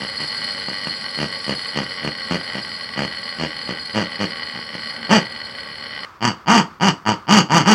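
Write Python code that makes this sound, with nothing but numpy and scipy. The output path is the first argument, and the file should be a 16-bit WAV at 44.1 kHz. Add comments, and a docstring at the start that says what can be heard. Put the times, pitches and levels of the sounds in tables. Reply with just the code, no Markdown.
"""A small motor belted to a flywheel on a chipboard base slowly loses speed: its shaft knocks about once a turn,
its brushes rasp, its belt rubs, and two thin whistles glide above. Knocks and noise ring board and can.
Beside it a hollow rubber toy pig is squeezed again and again, so that the flap in its snout grunts.
The motor sound stops abruptly, and the pig grunts on, closer and harder, sucking air back in between squeezes.
Small-room echoes surround both, over a faint steady workshop noise."""
import sys
import numpy as np
from scipy import signal
from scipy.fft import rfft, irfft
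from scipy.io import wavfile

SR = 44100
rng = np.random.default_rng(int(sys.argv[2]) if len(sys.argv) > 2 else 0)


def to_wav(sig):
    """Store sig (one row per channel, or 1-D mono) as 16-bit WAV at the path in sys.argv[1].

    Samples outside -1..1 are clipped; the rate is SR.
    """
    pcm = np.clip(np.atleast_2d(sig), -1, 1) * 32767
    pcm = np.round(pcm).astype(np.int16)
    wavfile.write(sys.argv[1], SR, pcm.T)  # frames by channels


N = 341334
TIME = np.arange(N) / SR

MOTOR_STOP_S = 6.05
# the shaft loses the same share of its speed every second
START_TURNS_PER_S, SLOWING_PER_S = 101.9, .0585
# knocks and brushes: gain at the start, and dB lost for every 10 turns per s of lost speed
KNOCK_DB, KNOCK_LOSS_DB = -31.5, 0.4
BRUSH_DB, BRUSH_LOSS_DB = -32, 0.9
# slow wander of the brush pressure and of the knocks' strength
BRUSH_WANDER_DB, KNOCK_WANDER_DB, WANDER_HZ = 1.27, 0.77, 2.54
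KNOCK_UNEVEN_DB, KNOCK_JITTER_S = 5, .00025
# belt rub, against the knocks: on the whole board, and more on its low resonances
RUB_DB, LOW_RUB_DB = -10.5, -1.5
WHISTLE_LOSS_DB, WHISTLE_WANDER_DB, WHISTLE_WANDER_HZ = 2, 4, 3.6

# pressure rises for this share of a squeeze; swell and fade are the end depths at a top rate of 100 Hz
RISE_SHARE, SWELL_DB, FADE_DB, PLATEAU_POWER = .45, 15, 10, 1.91
# the flap starts no faster than FLAP_START_HZ; it shuts at a rate that grows a little with the top rate
FLAP_START_HZ, FLAP_END_HZ, FLAP_END_SHARE = 106.4, 44.47, .17
FLAP_UNEVEN_DB, FLAP_JITTER = 2.18, .014
# the mouth closes in the course of a squeeze; the tube's rasp grows with the slap by this power
MOUTH_CLOSING_DB, RASP_POWER = 7.5, 0.88
FAR_DB, CLOSE_DB, BENCH_ECHO_DB = 35.5, 30, -8.5
# air drawn back in: gain on release, fade, and how long the snout takes to open or close
REFILL_DB, REFILL_FADE_DB_PER_S, REFILL_TURN_S = -38, 61, 0.01

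ROOM_T60_S, ROOM_TREBLE_T60_S = .28, .18
RIG_ROOM_BASS_DB, RIG_ROOM_TREBLE_DB = -5, -12
TOY_ROOM_BASS_DB, TOY_ROOM_TREBLE_DB = -9.5, -9.5
CUTOFF_HZ = 15900

# squeezes of the pig: start_s [s], length_s [s], top_flap_rate_hz [Hz],
# level_db [dB, relative], mouth_opening_db [dB, mid-squeeze]
SQUEEZES = [ (0.004, 0.06, 67.8, -17, 5), (0.19, 0.067, 74.4, -18, 6), (0.393, 0.039, 80, -22, -7),
            (0.67, 0.062, 66.1, -19.5, 5), (0.857, 0.03, 74.8, -12, 1), (1.175, 0.085, 74.5, -9, -5),
            (1.465, 0.087, 69.8, -11, -6), (1.746, 0.088, 72.45, -11, 0), (2.022, 0.079, 74.1, -11, -7),
            (2.298, 0.076, 87.2, -8.5, -8), (2.538, 0.062, 67.8, -14, -8), (2.962, 0.1, 69.26, -7.5, 0),
            (3.386, 0.089, 80.6, -10, -1), (3.675, 0.049, 63.2, -12.5, 0), (3.939, 0.1, 106.7, -6.5, 0),
            (4.192, 0.065, 102.9, -8.5, -13), (4.54, 0.067, 60.2, -19, 10), (4.735, 0.032, 62, -13.5, -3),
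            (5.084, .12, 227, -2, 6.5), (6.207, 0.11, 121.3, -2.5, 1.5), (6.46, 0.17, 239.1, 0.5, 3.5),
            (6.799, 0.12, 202.7, 0, 2.5), (7.053, 0.098, 108.5, -2, 3), (7.269, .16, 218.1, 1.5, 0.5),
            (7.488, 0.15, 170, 1, 3), (7.642, 0.14, 219, 1.5, -1.5)]


def from_db(db):
    """Decibels to gain."""
    return 10 ** (np.asarray(db) / 20)


def rms_one(x):
    """Scale to unit power."""
    return x / np.sqrt(np.mean(x ** 2) + 1e-20)


def cut(x, hz, kind, order=2):
    """Butterworth low-pass or high-pass."""
    sos = signal.butter(order, min(hz, .45 * SR), kind, fs=SR, output="sos")
    return signal.sosfilt(sos, x + 1e-18)


def drift(rate_hz):
    """Random curve of spread 1 that wanders no faster than about the given rate."""
    settled = cut(rng.standard_normal(N + SR), rate_hz, "low")[SR:]
    return rms_one(settled)


def resonate(x, modes):
    """Parallel resonances, each with its given gain on top."""
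    out = 0
    for hz, width, db in modes:
        r = np.exp(-np.pi * width / SR)
        poles = [1, -2 * r * np.cos(2 * np.pi * hz / SR), r * r]
        ringing = signal.lfilter([1, 0, -1], poles, x + 1e-18)
        out = out + from_db(db) * (1 - r * r) / 2 * ringing
    return out


def resonate_twice(x, modes):
    """Resonances passed twice: slower to swell, with dark valleys between them."""
    return sum(resonate(resonate(x, [(hz, width, db)]), [(hz, width, 0)]) for hz, width, db in modes)


def reflections(x, t60, gap_s):
    """Dense echoes of unit energy that begin after a gap and die away."""
    t = TIME[:SR // 2]
    tail = rng.standard_normal(len(t)) * from_db(-60 * t / t60) * (t > gap_s)
    return signal.fftconvolve(x, tail / np.linalg.norm(tail))[:N]


def motor():
    """Knocks and belt rub shake the board; knocks and the rasp of the brushes ring the can; speed sets the levels."""
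    # resonances of the board and motor mount: pitch_hz [Hz], width_hz [Hz], level_db [dB]
    board_modes = [(202, 117, -4.5), (462, 60, -11.5), (546, 76, -6), (827, 194, -8.5), (1120, 48, 0),
                   (1358, 145, -10), (1542, 124, -4.5), (1938, 85, 8.5), (2620, 350, -33), (3002, 138, 2)]
    # resonances of the motor's metal can: pitch_hz [Hz], width_hz [Hz], level_db [dB]
    can_modes = [(4340, 159, 6.5), (4832, 124, 2.5), (5810, 930, -24), (6300, 190, -37), (7840, 110, -19.5),
                 (7654, 180, -17.5), (8700, 350, -22), (10313, 340, -18)]
    speed = START_TURNS_PER_S * np.exp(-SLOWING_PER_S * TIME)
    slowed = (START_TURNS_PER_S - speed) / 10
    knock_db = KNOCK_DB - KNOCK_LOSS_DB * slowed + KNOCK_WANDER_DB * drift(WANDER_HZ)
    brush_db = BRUSH_DB - BRUSH_LOSS_DB * slowed + BRUSH_WANDER_DB * drift(WANDER_HZ)
    turns = np.cumsum(speed) / SR
    hits = knocks(turns)

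    rub = rng.standard_normal(N)
    board = resonate(cut(hits, 730, "high", order=1) + from_db(RUB_DB) * rub, board_modes)
    board = board + from_db(LOW_RUB_DB) * resonate(rub, board_modes[:7])
    board = cut(cut(board, 3550, "low", order=6), 74, "high")
    board = from_db(knock_db) * rms_one(board)

    # the rasp flutters at random and pulses once a turn
    flutter_db = 2.96 * drift(96) + 0.59 * np.cos(2 * np.pi * turns)
    chatter = rms_one(rng.standard_normal(N) * from_db(flutter_db))
    # the faster the shaft, the more the brushes chatter
    chatter = (speed / 85) ** 2 * chatter
    can = resonate_twice(chatter + from_db(-4) * cut(hits, 5200, "low", order=4), can_modes)
    end_cap = resonate_twice(chatter + hits, [(4520, 4800, 0)])  # damped, hence broad
    can = rms_one(can) + from_db(-7) * rms_one(end_cap)
    upper_can = rms_one(resonate_twice(chatter, can_modes[2:]))
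    can = cut(can, 5060, "low", order=10) + upper_can * from_db(-19)
    return board + from_db(brush_db) * rms_one(can) + whistles(slowed)


def knocks(turns):
    """The loose shaft hits its bearing once a turn, never twice alike, with a few extra knocks, mostly harder."""
    # extra knocks: time_s [s], level_db [dB, against the nominal knock]
    jolts = [(0.622, 2), (1.98, 2.5), (2.412, 5), (2.812, -6), (4.431, 7.5), (4.906, 3.5), (5.049, 2),
             (5.585, 5), (5.859, 4), (5.929, 2)]
    at = np.flatnonzero(np.diff(np.floor(turns)))
    chance = np.clip(rng.standard_normal((len(at), 2)), -2, 1)
    late = (chance[:, 0] * KNOCK_JITTER_S * SR).astype(int)
    clicks = np.zeros(N)
    clicks[np.clip(at + late, 0, N - 1)] = from_db(KNOCK_UNEVEN_DB * chance[:, 1])
    for time_s, db in jolts:
        clicks[int(time_s * SR)] = from_db(db)
    return rms_one(clicks)


def whistles(slowed):
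    """Thin tones that glide slowly, come and go, and weaken as the shaft slows."""
    # motor whistles: start_pitch_hz [Hz], glide_hz_per_s [Hz/s], start_level_db [dB]
    tones = [(5464, -7, -49.5), (5060, 9.5, -55)]
    out = 0
    for hz, glide, db in tones:
        wander = np.minimum(drift(WHISTLE_WANDER_HZ), 1)
        level_db = db - WHISTLE_LOSS_DB * slowed + WHISTLE_WANDER_DB * wander
        pitch_hz = hz + glide * TIME + 4 * drift(31)
        tone = np.sin(2 * np.pi * np.cumsum(pitch_hz) / SR)
        out = out + from_db(level_db) * np.sqrt(2) * tone
    return out


def pig():
    """The toy grunts first from behind the rig, then close by; the bench throws back quick echoes."""
    slaps = flaps()
    close = TIME > MOTOR_STOP_S
    far_voice = from_db(FAR_DB) * grunts(slaps * ~close, column=2)
    close_voice = from_db(CLOSE_DB) * grunts(slaps * close, column=3)
    voice = far_voice + close_voice
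    # the snout holds the upper partials back for a moment, and swallows one band
    for hz, width in ((1300, 700), (2700, 700), (5600, 900)):
        voice = voice - 2 * resonate(voice, [(hz, width, 0)])
    voice = voice - resonate(voice, [(3850, 800, 0)])
    echoes = reflections(cut(voice, 640, "high"), t60=0.039, gap_s=0.00092)
    return voice + from_db(BENCH_ECHO_DB) * echoes


def flaps():
    """Air pressure rises and falls in an arch in each squeeze; the flap slaps faster and harder with it."""
    slaps = np.zeros(N)
    for start, length, top_rate, db, _ in SQUEEZES:
        t, hardest = start, start + RISE_SHARE * length
        # each side of the arch: span in s, flap rate at its edge in Hz, depth in dB
        rising = hardest - start, min(top_rate, FLAP_START_HZ), SWELL_DB
        falling = start + length - hardest, FLAP_END_HZ + FLAP_END_SHARE * top_rate, FADE_DB
        for late, strong in rng.standard_normal((48, 2)):
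            if t > start + length or t * SR >= N:
                break
            span, edge_rate, depth_db = rising if t < hardest else falling
            slack = ((t - hardest) / span) ** 2
            # a squeeze with a faster top rate has farther to rise and fall
            sag_db = depth_db * np.sqrt(top_rate / 100) * slack ** PLATEAU_POWER
            slaps[max(int(t * SR), 0)] = from_db(db - sag_db + FLAP_UNEVEN_DB * strong)
            rate = top_rate + slack * (edge_rate - top_rate)
            t += (1 + FLAP_JITTER * late * FLAP_START_HZ / rate) / rate  # faster flapping is steadier
    return slaps


def grunts(slaps, column):
    """Each slap rings the hollow rubber body; the harder it is, the more it stirs the flap's top resonances."""
    # resonances of belly, mouth, snout tube and flap:
    # pitch_hz [Hz], width_hz [Hz], far_level_db [dB], close_level_db [dB]
    parts = [(159, 66, -8, -5.5), (199.5, 89, -6, -4.5), (284, 38, -10, -15.5), (473, 136, -11, -19),
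             (1124, 410, -24, -17), (1690, 430, -16.5, -18.5)], [(770, 163, -22, -11.5), (923, 80, -45, -11.5)], [(2577, 530, -22, -23.5), (2937, 420, -15.5, -13.5),
                                           (4644, 470, -19.5, -15.5), (5200, 190, -25, -21)], [(5937, 470, -25, -25.5), (6310, 970, -33.5, -26.5),
                                                         (7620, 630, -33, -33), (9800, 9700, -60, -56)]
    belly, mouth, tube, flap = [np.array(modes)[:, [0, 1, column]] for modes in parts]

    mouth_times, mouth_db = [], []
    for start, length, *_, opening in SQUEEZES:
        mouth_times += [start, start + length]
        mouth_db += [opening + MOUTH_CLOSING_DB / 2, opening - MOUTH_CLOSING_DB / 2]
    opening_db = np.interp(TIME, mouth_times, mouth_db)

    # every slap lets out a short puff of turbulent air
    puff_decay = np.exp(-1 / (.0025 * SR))
    puffs = signal.lfilter([1], [1, -puff_decay], slaps ** 1.4) * rng.standard_normal(N)
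    drive = slaps + from_db(-21.5) * cut(puffs, 335, "high")
    body = resonate(drive, belly) + resonate(drive * from_db(opening_db), mouth)
    body = cut(cut(body, 1796, "low", order=4), 71, "high")
    rasp = resonate_twice(slaps ** RASP_POWER + from_db(-20) * puffs, tube)
    sizzle = resonate_twice(slaps ** 2.4 + from_db(-18) * puffs, flap)
    return body + rasp + sizzle


def refill():
    """Close by, the rubber springs back: air rushes in on each release and dwindles until the next squeeze."""
    # hiss of the inward air: pitch_hz [Hz], width_hz [Hz], level_db [dB]
    snout = [(1051, 190, 1), (1200, 190, 12), (1550, 190, -28), (3030, 350, -26), (4370, 550, -12)]
    close = [(start, start + length) for start, length, *_ in SQUEEZES if start > MOTOR_STOP_S]
    # the first inrush opens just before the motor stops
    releases = [MOTOR_STOP_S - REFILL_TURN_S] + [end for _, end in close]
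    flow = np.zeros(N)
    for release, (next_start, _) in zip(releases, close):
        since_opening = TIME - release + REFILL_TURN_S
        opened = np.clip(np.minimum(since_opening, next_start - TIME) / REFILL_TURN_S, 0, 1)
        flow += opened * from_db(REFILL_DB - REFILL_FADE_DB_PER_S * np.maximum(TIME - release, 0))
    air = rms_one(cut(resonate(rng.standard_normal(N), snout), 5600, "low"))
    return flow * from_db(0.94 * drift(23)) * air


def room(x, bass_db, treble_db):
    """A small room whose bass rings longer than its treble."""
    bass = reflections(cut(x, 660, "low"), ROOM_T60_S, gap_s=0.004)
    treble = reflections(cut(x, 287, "high"), ROOM_TREBLE_T60_S, gap_s=0.0032)
    return x + from_db(bass_db) * bass + from_db(treble_db) * treble


def room_tone():
    """Faint steady noise of the workshop, shaped by a smooth spectrum."""
    # noise spectrum: pitch_hz [Hz], density_db [dB per Hz, relative]
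    spectrum = [(20, -37), (45, 2), (80, 10.5), (200, 1), (500, 1), (2000, -30), (6000, -46),
                (15000, -25.5)]
    hz, db = np.transpose(spectrum)
    bins_hz = np.fft.rfftfreq(N, 1 / SR)
    gain = from_db(np.interp(np.log(bins_hz + 1), np.log(hz), db))
    noise = irfft(rfft(rng.standard_normal(N)) * gain, N)
    return from_db(-52.0) * rms_one(noise)


def scene():
    """Rig and toy on a workbench; the sound of the rig stops dead, its echoes too."""
    rig = room(motor(), RIG_ROOM_BASS_DB, RIG_ROOM_TREBLE_DB) * (TIME < MOTOR_STOP_S)
    toy = room(pig(), TOY_ROOM_BASS_DB, TOY_ROOM_TREBLE_DB)
    return (rig + toy + refill() + room_tone())[None]


def record(dry):
    """The loudest peaks are rounded; rumble and the very top are cut."""
    rounded = cut(np.tanh(dry), 45, "high")
    return signal.sosfilt(signal.ellip(10, .1, 80, CUTOFF_HZ, fs=SR, output="sos"), rounded)


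dry = scene()
out = record(dry)
to_wav(out)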